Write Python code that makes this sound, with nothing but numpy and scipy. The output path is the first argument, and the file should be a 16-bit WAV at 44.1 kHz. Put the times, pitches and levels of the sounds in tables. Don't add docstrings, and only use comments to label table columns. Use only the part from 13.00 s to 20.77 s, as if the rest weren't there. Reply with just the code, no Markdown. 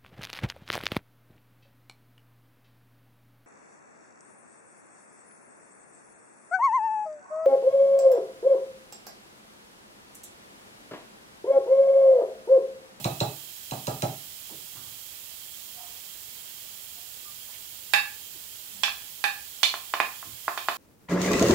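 import sys
import numpy as np
from scipy import signal
from scipy.fft import rfft, irfft
from scipy.io import wavfile

SR = 44100
rng = np.random.default_rng(int(sys.argv[2]) if len(sys.argv) > 2 else 0)


def bounce(signal):
    frames = np.transpose(np.atleast_2d(signal))
    limited = np.clip(frames, -1, 1)
    pcm = np.round(limited * 32767).astype(np.int16)
    wavfile.write(sys.argv[1], SR, pcm)


def to_linear_factor(level_db):
    exponent = np.asarray(level_db, float) / 20
    return 10 ** exponent


N = 342657
LEAD = SR // 4

# pitch in Hz, likeness (1 = the same).
LIKENESS = [(60, 1), (240, 0.44), (950, 0.0092), (3770, -2), (15000, -0.54)]


def at_hz(points, hz):
    hz_points, values = np.array(points).T
    return np.interp(np.log(hz), np.log(hz_points), values)


def place(s):
    return LEAD + np.round(np.asarray(s) * SR).astype(int)


def band(x, low_hz, high_hz):
    return signal.sosfilt(signal.butter(2, [low_hz, high_hz], "band", fs=SR, output="sos"), x)


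def no_bass(x, low_hz):
    return signal.sosfilt(signal.butter(2, low_hz, "high", fs=SR, output="sos"), x)


def left_right(mid, side, alike):
    return np.sqrt(1 + alike) * mid + np.sqrt(1 - alike) * side * np.array([[1], [-1]])


def ring(force, hz, t60):
    r = to_linear_factor(-60 / (t60 * SR))
    w = 2 * np.pi * hz / SR
    return signal.lfilter([0, np.sin(w)], [1, -2 * r * np.cos(w), r * r], force + 1e-18)


def struck(modes, times, blows_db, contact, flip=-1, spread_db=2.5):
    out = 0
    luck_db = spread_db * rng.standard_normal((len(times), len(modes)))
    for k, (hz, level_db, t60) in enumerate(modes):
        clicks = np.zeros(N + LEAD)
        clicks[place(times)] = flip ** k * to_linear_factor(blows_db + level_db + luck_db[:, k])
        out = out + ring(clicks, hz, t60)
    return signal.oaconvolve(out, contact)[:N + LEAD]


def crack(times, blows_db, low_hz, high_hz, t60):
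    out = np.zeros(N + LEAD)
    t = np.arange(int(t60 * SR)) / SR
    for at, db in zip(place(times), blows_db):
        burst = to_linear_factor(db - 60 * t / t60) * rng.standard_normal(SR // 2)[:len(t)]
        out[at:at + len(t)] += burst[:len(out) - at]
    return band(out + 1e-18, low_hz, high_hz)


def rattle(wait_s, length_s, count):
    force = np.zeros(int((wait_s + length_s) * SR) + 2)
    when = wait_s + length_s * rng.random(count)
    force[(when * SR).astype(int)] = rng.uniform(0.99, 1, count) * rng.choice([-1, 1], count)
    return force / np.sqrt(count)


def whisk():
    # start in seconds, tick in dB, wire ring in dB, shove in dB.
    taps = [
        (-.115, -35, -32, -25),
        (0.0434, -20.5, -28.5, -24),
        (0.2042, -25, -29.5, -23.5),
        (0.7104, -25, -40.5, -32.5),
        (0.8696, -21, -40.5, -28.5),
        (1.0215, -19, -39.5, -24.5),
    ]
    # pitch in Hz, level in dB, t60 in seconds.
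    wire_modes = [(2576, -3, 0.15), (2860, 1.5, 0.02), (3380, -8, 0.03), (3760, 3, 0.02), (3952, 11, 0.031),
                  (4180, 11.5, 0.008), (5450, -2, 0.04), (7430, 9.5, 0.011)]
    bowl_modes = [(230, 1.5, 0.033), (333, -5.5, 0.11), (395, -8, 0.051), (510, -10, 0.043),
                  (580, 0, 0.055), (677, 4, 0.072), (770, -5, 0.05), (824, -4, 0.15), (885, -5, 0.05),
                  (1230, -12, 0.075), (1327, -14, 0.045)]
    worktop_modes = [(114, -1, .25), (129, 0, .3), (146, -11, .45), (90, -8, .25)]
    rocking_modes = [(160, -5, .3), (203, 5, .13), (240, -6, .12), (172, -8, .2)]

    s, tick_db, ring_db, shove_db = np.transpose(taps)
    over_full_db = shove_db + 24.5
    wall_db = -27 + 0.63 * over_full_db
    rock_db = -27 + 2.1 * over_full_db

    wires = struck(wire_modes, s, ring_db, np.hanning(5) / 2)
    wires += crack(s, tick_db, low_hz=1130, high_hz=8000, t60=0.019)
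    wall = struck(bowl_modes, s, wall_db, rattle(0.005955, .022, count=14))
    wall += crack(s + 0.0068, wall_db + 16.5, low_hz=310, high_hz=934, t60=0.093)

    flex_s = np.arange(-.011, .011, 1 / SR)
    push = np.hanning(len(flex_s)) * np.cos(2 * np.pi * 150 * flex_s)
    push = 4 * push / len(push)
    felt = s + .0065
    boom = struck(worktop_modes, felt, shove_db, push, flip=1, spread_db=1)
    boom += struck(rocking_modes, felt, rock_db, push, flip=1, spread_db=2)
    return wires + wall, boom


def spoon():
    # start in seconds, dry knock in dB, knock pitch in Hz, plate face in dB, rim in dB.
    knocks = [(4.9358, -9, 1700, -15, -23), (5.8342, -16, 1370, -29, -20.5), (5.8797, -22, 1100, -42, -42),
              (6.2402, -12, 1440, -23, -29), (6.6314, -8.5, 1700, -42, -15), (6.7401, -16, 1390, -50, -38),
              (6.9381, -8, 1440, -39.5, -33.5), (7.0014, -2.5, 1660, -29, -35.5),
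              (7.2281, -29, 1170, -60, -71), (7.4804, -9, 1270, -42, -45), (7.5758, -15, 1370, -40.5, -33),
              (7.6854, -6.5, 1310, -41, -32.5)]
    # pitch in Hz, t60 in seconds.
    face_notes = [(813, .1), (842, .14), (1135, .05), (1602, .07), (1712, .22), (1765, .08), (1954, .05),
                  (2260, .05), (2462, .09), (2665, .13), (3730, .12), (4900, .1)]
    rim_notes = [(2334, .06), (2400, .04), (2520, .05), (2960, .035), (3095, .035), (3370, .045),
                 (3480, .04), (3570, .06), (3690, .03), (4200, .05), (4420, .03), (4700, .025),
                 (5700, .025), (7150, .02)]
    face_strengths = [-7, -9, -8, -1, -10, -3, -6, -7, 2, -4, -6, -3]
    rim_strengths = [-6, -2, -1, -4, -2, -2, -3, -8, -5, -4, -4, -10, -9, -7]
    # pitch in Hz, level in dB, t60 in seconds.
    wood_modes = [(700, -7, .025), (870, -7, .035), (1057, 0, .04), (1190, -1, .025), (1440, -8, .015),
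                  (2020, -9, .02)]
    # delay in seconds, gain (minus = upside down).
    echoes = [(.0032, -.22), (.0145, .2)]

    s, knock_db, knock_hz, face_db, rim_db = np.transpose(knocks)
    whole_ring_db = 20 * np.log10(np.hypot(to_linear_factor(face_db), to_linear_factor(rim_db)))
    crack_db = 3.5 + whole_ring_db
    wood_db = knock_db - 15 - 10 * (knock_hz / 1000 - 1.3)

    face = [(hz, db, t60) for (hz, t60), db in zip(face_notes, face_strengths)]
    rim = [(hz, db, t60) for (hz, t60), db in zip(rim_notes, rim_strengths)]
    plate = struck(face[:-2], s, face_db, [1]) + struck(rim, s, rim_db, [1])
    plate += struck(face[-2:], s, (face_db + crack_db) / 2 - 8.5, [1])
    plate += crack(s, crack_db, low_hz=2680, high_hz=12300, t60=0.0073)
    plate += crack(s, rim_db + 4, low_hz=2230, high_hz=4900, t60=0.066)

    wood = -struck(wood_modes, s + 0.00085, wood_db, [1], flip=1)
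    for at, db, hz in zip(place(s), knock_db, knock_hz):
        turn = np.pi * (np.arange(int(2 * SR / hz)) * hz / SR - .8)
        pulse = (1 - 2 * turn ** 2) * np.exp(-turn ** 2)
        for lag_s, gain in [(0, 1)] + echoes:
            start = at + int(lag_s * SR)
            wood[start:start + len(pulse)] += gain * to_linear_factor(db) * pulse

    hand = crack(s, (knock_db + crack_db) / 2 - 17, low_hz=222, high_hz=413, t60=0.086)
    return no_bass(plate, 620), no_bass(wood, 330) + hand


def kitchen(x, wet_db):
    # pitch in Hz, t60 in seconds.
    room_t60 = [(120, 0.61), (500, 0.31), (1500, 0.35), (4000, 0.35), (9000, 0.28)]
    # pitch in Hz, likeness (1 = the same).
    room_likeness = [(120, 0.98), (350, 0.83), (700, 0.27), (1500, 0.032), (4000, 0.038)]

    t = np.arange(int(.6 * SR)) / SR
    answer = 0
    for low_hz in 60 * 2. ** np.arange(8):
        mid, side = band(rng.standard_normal((2, len(t))), low_hz, 2 * low_hz)
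        centre_hz = np.sqrt(2) * low_hz
        alike = np.clip(at_hz(room_likeness, centre_hz), 0, 1)
        fade = to_linear_factor(-60 * t / at_hz(room_t60, centre_hz))
        answer = answer + left_right(mid, side, alike) * fade
    answer = answer * np.clip((t - .002) / 0.0015, 0, 1)
    answer /= np.sqrt(np.sum(answer ** 2, axis=1, keepdims=True))
    return to_linear_factor(wet_db) * signal.oaconvolve(x[None], answer, axes=1)[:, :N + LEAD]


def bumps():
    # start in seconds, pitch in Hz, level in dB, t60 in seconds.
    thuds = [(1.5, 365, -49, 0.35), (1.49, 790, -49, 0.2), (1.499, 150, -51.5, .44),
             (1.74, 1060, -53.5, 0.58), (1.749, 265, -57, 0.49), (1.901, 110, -58, 0.33),
             (2.76, 910, -58, 1.0), (4.48, 880, -55, .2), (4.54, 2500, -48, .15), (4.94, 140, -53, 0.24),
             (5.348, 335, -59, 0.22), (7.25, 300, -52, 0.22)]
    # start in seconds, pitch in Hz, level in dB, t60 in seconds.
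    hums = [
        (1.73, 118, -50.5, 0.54),
        (2.75, 715, -49.5, 0.55),
        (2.78, 937, -60, 0.44),
        (3.95, 713, -58, 0.47),
        (4.25, 1193, -48, 0.22),
        (5.699, 202, -56.5, 0.75),
        (7.258, 110.3, -47.5, 0.43),
    ]

    out = np.zeros((2, N + LEAD))
    resonances = [(*row, 0.52 * row[1]) for row in thuds]
    resonances += [(*row, 46) for row in hums]
    for s, hz, db, t60, width_hz in resonances:
        start = place(s)
        t = np.arange(min(int(1.5 * t60 * SR), N + LEAD - start)) / SR
        noise = band(rng.standard_normal((2, SR * 2)), hz - width_hz / 2, hz + width_hz / 2)
        mid, side = noise[:, SR // 2:SR // 2 + len(t)]
        alike = np.clip(at_hz(LIKENESS, hz) + 0.74, 0, .99)
        pair = left_right(mid, side, alike) / mid.std()
        swell = 1 - np.exp(-t / (0.045 * t60))
        pair = pair * to_linear_factor(db - 60 * t / t60) * swell
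        out[:, start:start + len(t)] += pair * to_linear_factor([[-1.5], [1.5]])
    return out


def hiss():
    # pitch in Hz, level in dB.
    colour = [(15, -50), (25, -18), (75, -2.5), (261, -11), (2440, -10), (3200, -6.5), (8680, -5.5),
              (15700, .5)]
    # pitch in Hz, left minus right in dB.
    balance = [(60, -7.5), (110, -4), (700, -9.5), (1290, -3.5), (2380, -12.5), (4400, -12.5), (8120, -5),
               (15000, -8.5)]
    # pitch in Hz,
    # width in Hz, level in dB.
    ports = [(2960, 880, 3), (3173, 14.3, 13), (3287, 42, 7.5), (7400, 1960, 5), (6030, 100, -13.5)]

    hz = np.fft.rfftfreq(N, 1 / SR).clip(10)
    mid, side = rfft(rng.standard_normal((2, N)))
    pair = left_right(mid, side, np.clip(at_hz(LIKENESS, hz), 0, .99))
    port_db = sum(db / (1 + (2 * (hz - top_hz) / width_hz) ** 2) for top_hz, width_hz, db in ports)
    lean_db = at_hz(balance, hz) / 2
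    noise = irfft(pair * to_linear_factor(at_hz(colour, hz) + [lean_db, port_db - lean_db]), N)
    return to_linear_factor(-41.5) * noise / noise.mean(axis=0).std()


def scene():
    clatter, boom = whisk()
    plate, wood = spoon()
    left = np.roll(clatter, -14) + to_linear_factor(0.5) * boom
    left = left + to_linear_factor(-8) * np.roll(plate, -9) + to_linear_factor(1.5) * wood
    right = clatter + boom + to_linear_factor(2.5) * plate + wood
    room = kitchen(clatter, wet_db=-3.0) + kitchen(plate, wet_db=0.0) + kitchen(wood, wet_db=-5.0)
    return (np.array([left, right]) + room + bumps())[:, LEAD:]


def roll_off(x):
    return signal.sosfilt(signal.butter(12, 17000, fs=SR, output="sos"), x)


def record(dry):
    dip = signal.sosfilt(signal.butter(1, [1900, 3800], "band", fs=SR, output="sos"), dry[0])
    left = to_linear_factor(-1.4) * (dry[0] - .5 * dip)
    right = to_linear_factor(1.4) * dry[1]
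    pair = np.array([left, right]) + hiss()
    pair = 1.3 * np.tanh(pair / 1.3)
    pair = signal.sosfilt(signal.ellip(10, .5, 55, 15750, fs=SR, output="sos"), pair)
    return roll_off(pair)


dry = scene()
out = record(dry)
bounce(out)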